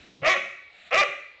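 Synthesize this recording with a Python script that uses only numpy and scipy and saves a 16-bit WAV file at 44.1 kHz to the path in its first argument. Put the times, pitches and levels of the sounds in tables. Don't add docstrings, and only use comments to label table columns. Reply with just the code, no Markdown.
import sys
import numpy as np
from scipy import signal
from scipy.fft import rfft, irfft
from scipy.io import wavfile

SR = 44100
rng = np.random.default_rng(int(sys.argv[2]) if len(sys.argv) > 2 else 0)


def log_audio(samples):
    frames = np.atleast_2d(samples).T
    limited = np.clip(frames, -1, 1)
    pcm = np.round(limited * 32767).astype(np.int16)
    wavfile.write(sys.argv[1], SR, pcm)


N = 61739
TIME = np.arange(N) / SR


def amp(db):
    return 10 ** (np.asarray(db) / 20)


def unit(x):
    return x / np.sqrt(np.mean(x ** 2) + 1e-20)


def read(points, hz):
    point_hz, value = np.transpose(points)
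    return np.interp(np.log(hz + 1), np.log(point_hz + 1), value)


def colour(x, points, shift=1):
    hz = abs(np.fft.fftfreq(8192, 1 / SR))
    log_gain = np.log(amp(read(points, hz / shift)))
    taps = np.fft.ifft(np.exp(np.conj(signal.hilbert(log_gain)))).real[:4096]
    return signal.fftconvolve(x, taps)[:len(x)]


def wobble(rate_hz):
    ratio = np.fft.rfftfreq(N, 1 / SR) / rate_hz
    return unit(irfft(rfft(rng.standard_normal(N)) * ratio * np.exp(-ratio ** 2), N))


def hiss(swells, tone):
    level = sum(amp(db) * np.interp(TIME, [start, peak, end], [0, 1, 0])
                for start, peak, end, db in swells)
    return level * unit(colour(rng.standard_normal(N), tone))


def room_tone():
    # frequency in Hz, gain in dB.
    bed_tone = [(25, -14.5), (70, -5), (200, -21.5), (500, -11.5), (1500, -23.5), (4000, -18.5),
                (8000, -61)]
    return amp(-58.5) * unit(colour(rng.standard_normal(N), bed_tone))


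def paw_scuffs():
    # start, peak and end in seconds, level in dB.
    strokes = [(-0.17, 0.053, 0.66, -50.5)]
    # frequency in Hz, gain in dB.
    rug_tone = [(30, -12), (120, 7.5), (320, 12), (700, -10.5), (1500, -36.5), (3500, -19), (5500, -14),
                (8500, -16.5)]
    return hiss(strokes, rug_tone)


def gasps():
    # start, peak and end in seconds, level in dB.
    breaths = [(-.08, .015, .17, -50.5), (.68, .82, 0.95, -49.5), (.85, .873, 0.905, -49.5)]
    # frequency in Hz, gain in dB.
    breath_tone = [(200, -3.5), (450, -22.5), (700, 5), (950, -22), (1250, -3.5), (1550, -2), (2000, 0),
                   (2600, 1), (3200, -6.5), (3900, -3), (5000, -28), (6200, -25), (7300, -13),
                   (9000, -20.5)]
    return hiss(breaths, breath_tone)


def footfalls():
    # start in seconds, level in dB, pitch in Hz.
    landings = [(.005, -45, 70.5), (0.202, -42, 140), (0.221, -29, 135.5), (0.369, -40.5, 204),
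                (.43, -49, 211), (1.084, -48, 144)]
    ramp_s, decay_s = 0.0017, 0.0059
    thuds = np.zeros(N)
    for start, db, hz in landings:
        age = np.maximum(TIME - start, 0)
        thuds += amp(db) * (age / ramp_s) * np.exp(-age / decay_s) * np.sin(2 * np.pi * hz * age)
    return thuds


def vocal_folds(pitch_hz, rough):
    # frequency in Hz, gain in dB.
    puff_tone = [(200, -4), (700, 1), (2000, 6), (5000, 14)]
    jitter, shimmer, wobble_hz = .032, .15, 238
    lag_turns, puff_decay_cycles = .08, 0.68
    hz = pitch_hz * (1 + jitter * np.sqrt(rough) * wobble(wobble_hz))
    turns = np.cumsum(hz) / SR
    pulses = sum(np.cos(2 * np.pi * (k * turns - lag_turns * (k / 2) ** 2)) for k in range(1, 25))
    pulses *= 2 * np.sqrt(hz / SR)
    pulses *= 1 + shimmer * wobble(wobble_hz)
    puff_shape = np.exp(-(turns % 1) / puff_decay_cycles)
    puffs = colour(unit(puff_shape * rng.standard_normal(N)), puff_tone)
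    return np.sqrt(1 - rough) * pulses + np.sqrt(rough) * puffs


def throat(voice, mouth, shift):
    # frequency in Hz, gain in dB.
    closed_lips = [(300, 17), (600, 4.5), (1400, -6), (2500, -17.5), (7000, 1.5)]
    nearly_shut = [(120, -47), (280, -27), (400, -13.5), (490, -1.5), (570, 2.5), (645, 4.5), (780, 1),
                   (930, -18.5), (1150, -7), (1350, -3), (1650, -14.5), (2100, -0.5), (2350, -4),
                   (2600, -6), (2900, -8.5), (4000, -34), (9000, -82.5)]
    wide_open = [(120, -55), (280, -41), (375, -13.5), (480, -27), (645, -14.5), (780, -6), (930, -27),
                 (1110, -1), (1210, 0.5), (1320, -10), (1650, -13), (1900, -5), (2100, -4.5), (2320, 0),
                 (2620, -8), (2900, -12.5), (4000, -20), (4900, -38), (6500, -31), (9000, -35)]
    parted_at = .3
    parted = np.clip(mouth / parted_at, 0, 1)
    voice = parted * voice + colour((1 - parted) * voice, closed_lips)
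    jaw = np.pi / 2 * np.clip((mouth - parted_at) / (1 - parted_at), 0, 1)
    return colour(voice * np.cos(jaw), nearly_shut, shift) + colour(voice * np.sin(jaw), wide_open, shift)


def bark(gesture, throat_shift):
    times, pitch_hz, effort_db, rough, mouth = np.transpose(gesture)
    rough = np.clip(np.interp(TIME, times, rough), .02, .95)
    effort = amp(np.interp(TIME, times, effort_db, left=-200, right=-200))
    voice = effort * vocal_folds(np.interp(TIME, times, pitch_hz), rough)
    return throat(voice, np.interp(TIME, times, mouth), throat_shift)


def two_barks():
    # time in seconds, pitch in Hz, effort in dB,
    # roughness from 0 to 1, mouth opening from 0 to 1.
    first = [(.217, 262, -23, 0.22, 0.04), (.233, 278.4, -7.5, 0.22, 0.04), (.244, 283.3, -4, .15, 0.11),
             (.253, 297.6, -3, 0.2, 0.5), (.278, 323.3, 7, .03, 0.46), (.289, 355.9, 3, 0.17, 0.62),
             (.302, 382.6, 4.5, .03, 0.96), (.338, 373.4, -1.5, 0.11, 0.89), (.349, 281.4, -6.5, 0, 0.38),
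             (.374, 272.2, -6, 0.31, 0.47), (.384, 218, -55, .4, .4)]
    second = [(.908, 205, -17, .08, 0.78), (.921, 250.5, -5.5, 0.059, 0.34),
              (.934, 273.5, -1.5, 0.12, 0.32), (.946, 320, 1.5, 0.095, 0.6),
              (.958, 330.3, -3.5, 0.18, 0.53), (.969, 377, 3, 0.13, 0.56), (.987, 395.2, 2, 0.049, 0.93),
              (1.010, 406.1, 5.5, 0.025, 0.79), (1.015, 293.1, 0.5, 0.026, 0.34),
              (1.034, 282.8, -1.5, 0.16, 0.49), (1.046, 224, -22, 0.55, 0.23)]
    return amp(-2.5) * (bark(first, throat_shift=0.96) + bark(second, throat_shift=0.971))


def living_room(x):
    # delay in seconds, level in dB.
    bounces = [(.0017, -20), (.0046, -22), (.0077, -12), (.0124, -17)]
    # frequency in Hz, seconds to fall by 60 dB.
    ring_times = [(150, 0.57), (500, .5), (900, 0.3848), (1300, 0.6075), (2200, 0.7955), (3800, .5),
                  (7000, 0.62)]
    # frequency in Hz, gain in dB.
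    tail_tone = [(150, 3.1), (600, 2.7), (1200, -1), (2200, -1.02), (4000, 2.2), (7000, 1)]
    early_db, early_decay_s, echoes_per_s = -10, 0.015, 2000
    tail_db, tail_rise_s = -8.5, 0.017
    t = np.arange(SR) / SR
    early = rng.standard_normal(SR) * (rng.random(SR) < echoes_per_s / SR)
    early *= np.exp(-t / early_decay_s) * (t > .002)
    hz, age, bands = signal.stft(rng.standard_normal(SR), SR, nperseg=256)
    bands *= amp(-60 * age / read(ring_times, hz)[:, None])
    tail = signal.istft(bands, SR, nperseg=256)[1][:SR] * np.minimum(t / tail_rise_s, 1) ** 2
    echoes = amp(early_db) * early / np.linalg.norm(early)
    echoes += amp(tail_db) * colour(tail / np.linalg.norm(tail), tail_tone)
    echoes += sum(amp(db) * np.sinc((t - delay) * SR) for delay, db in bounces)
    return x + signal.fftconvolve(x, echoes)[:N]


def gain_control(x):
    threshold_db, share, smoothing_s, recover_db_per_s = -14, 0.49, 0.011, 18.5
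    pole = np.exp(-1 / (smoothing_s * SR))
    level_db = 10 * np.log10(signal.lfilter([1 - pole], [1, -pole], x ** 2) + 1e-12)
    duck_db = share * np.maximum(level_db - threshold_db, 0)
    recovery_db = recover_db_per_s * TIME
    return x / amp(np.maximum.accumulate(duck_db + recovery_db) - recovery_db)


def scene():
    barks, bed = two_barks(), room_tone()
    return (living_room(barks + footfalls()) + gasps() + paw_scuffs() + bed)[None]


def record(dry):
    # frequency in Hz, gain in dB.
    mic_tone = [(20, -13.5), (80, -9.5), (3000, -1.5), (5500, 0.5), (7000, -5.5), (8000, -13),
                (9000, -34.5)]
    overload_db, lopsided, hardness, cutoff_hz = -11.3, .1, 24, 9000
    ducked = gain_control(dry[0])
    ceiling = amp(overload_db) * (1 + lopsided * np.sign(ducked))
    clipped = ducked / (1 + abs(ducked / ceiling) ** hardness) ** (1 / hardness)
    low_pass = signal.firwin(401, cutoff_hz, window=("kaiser", 9), fs=SR)
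    return signal.fftconvolve(colour(clipped, mic_tone), low_pass, "same")[None]


dry = scene()
out = record(dry)
log_audio(out)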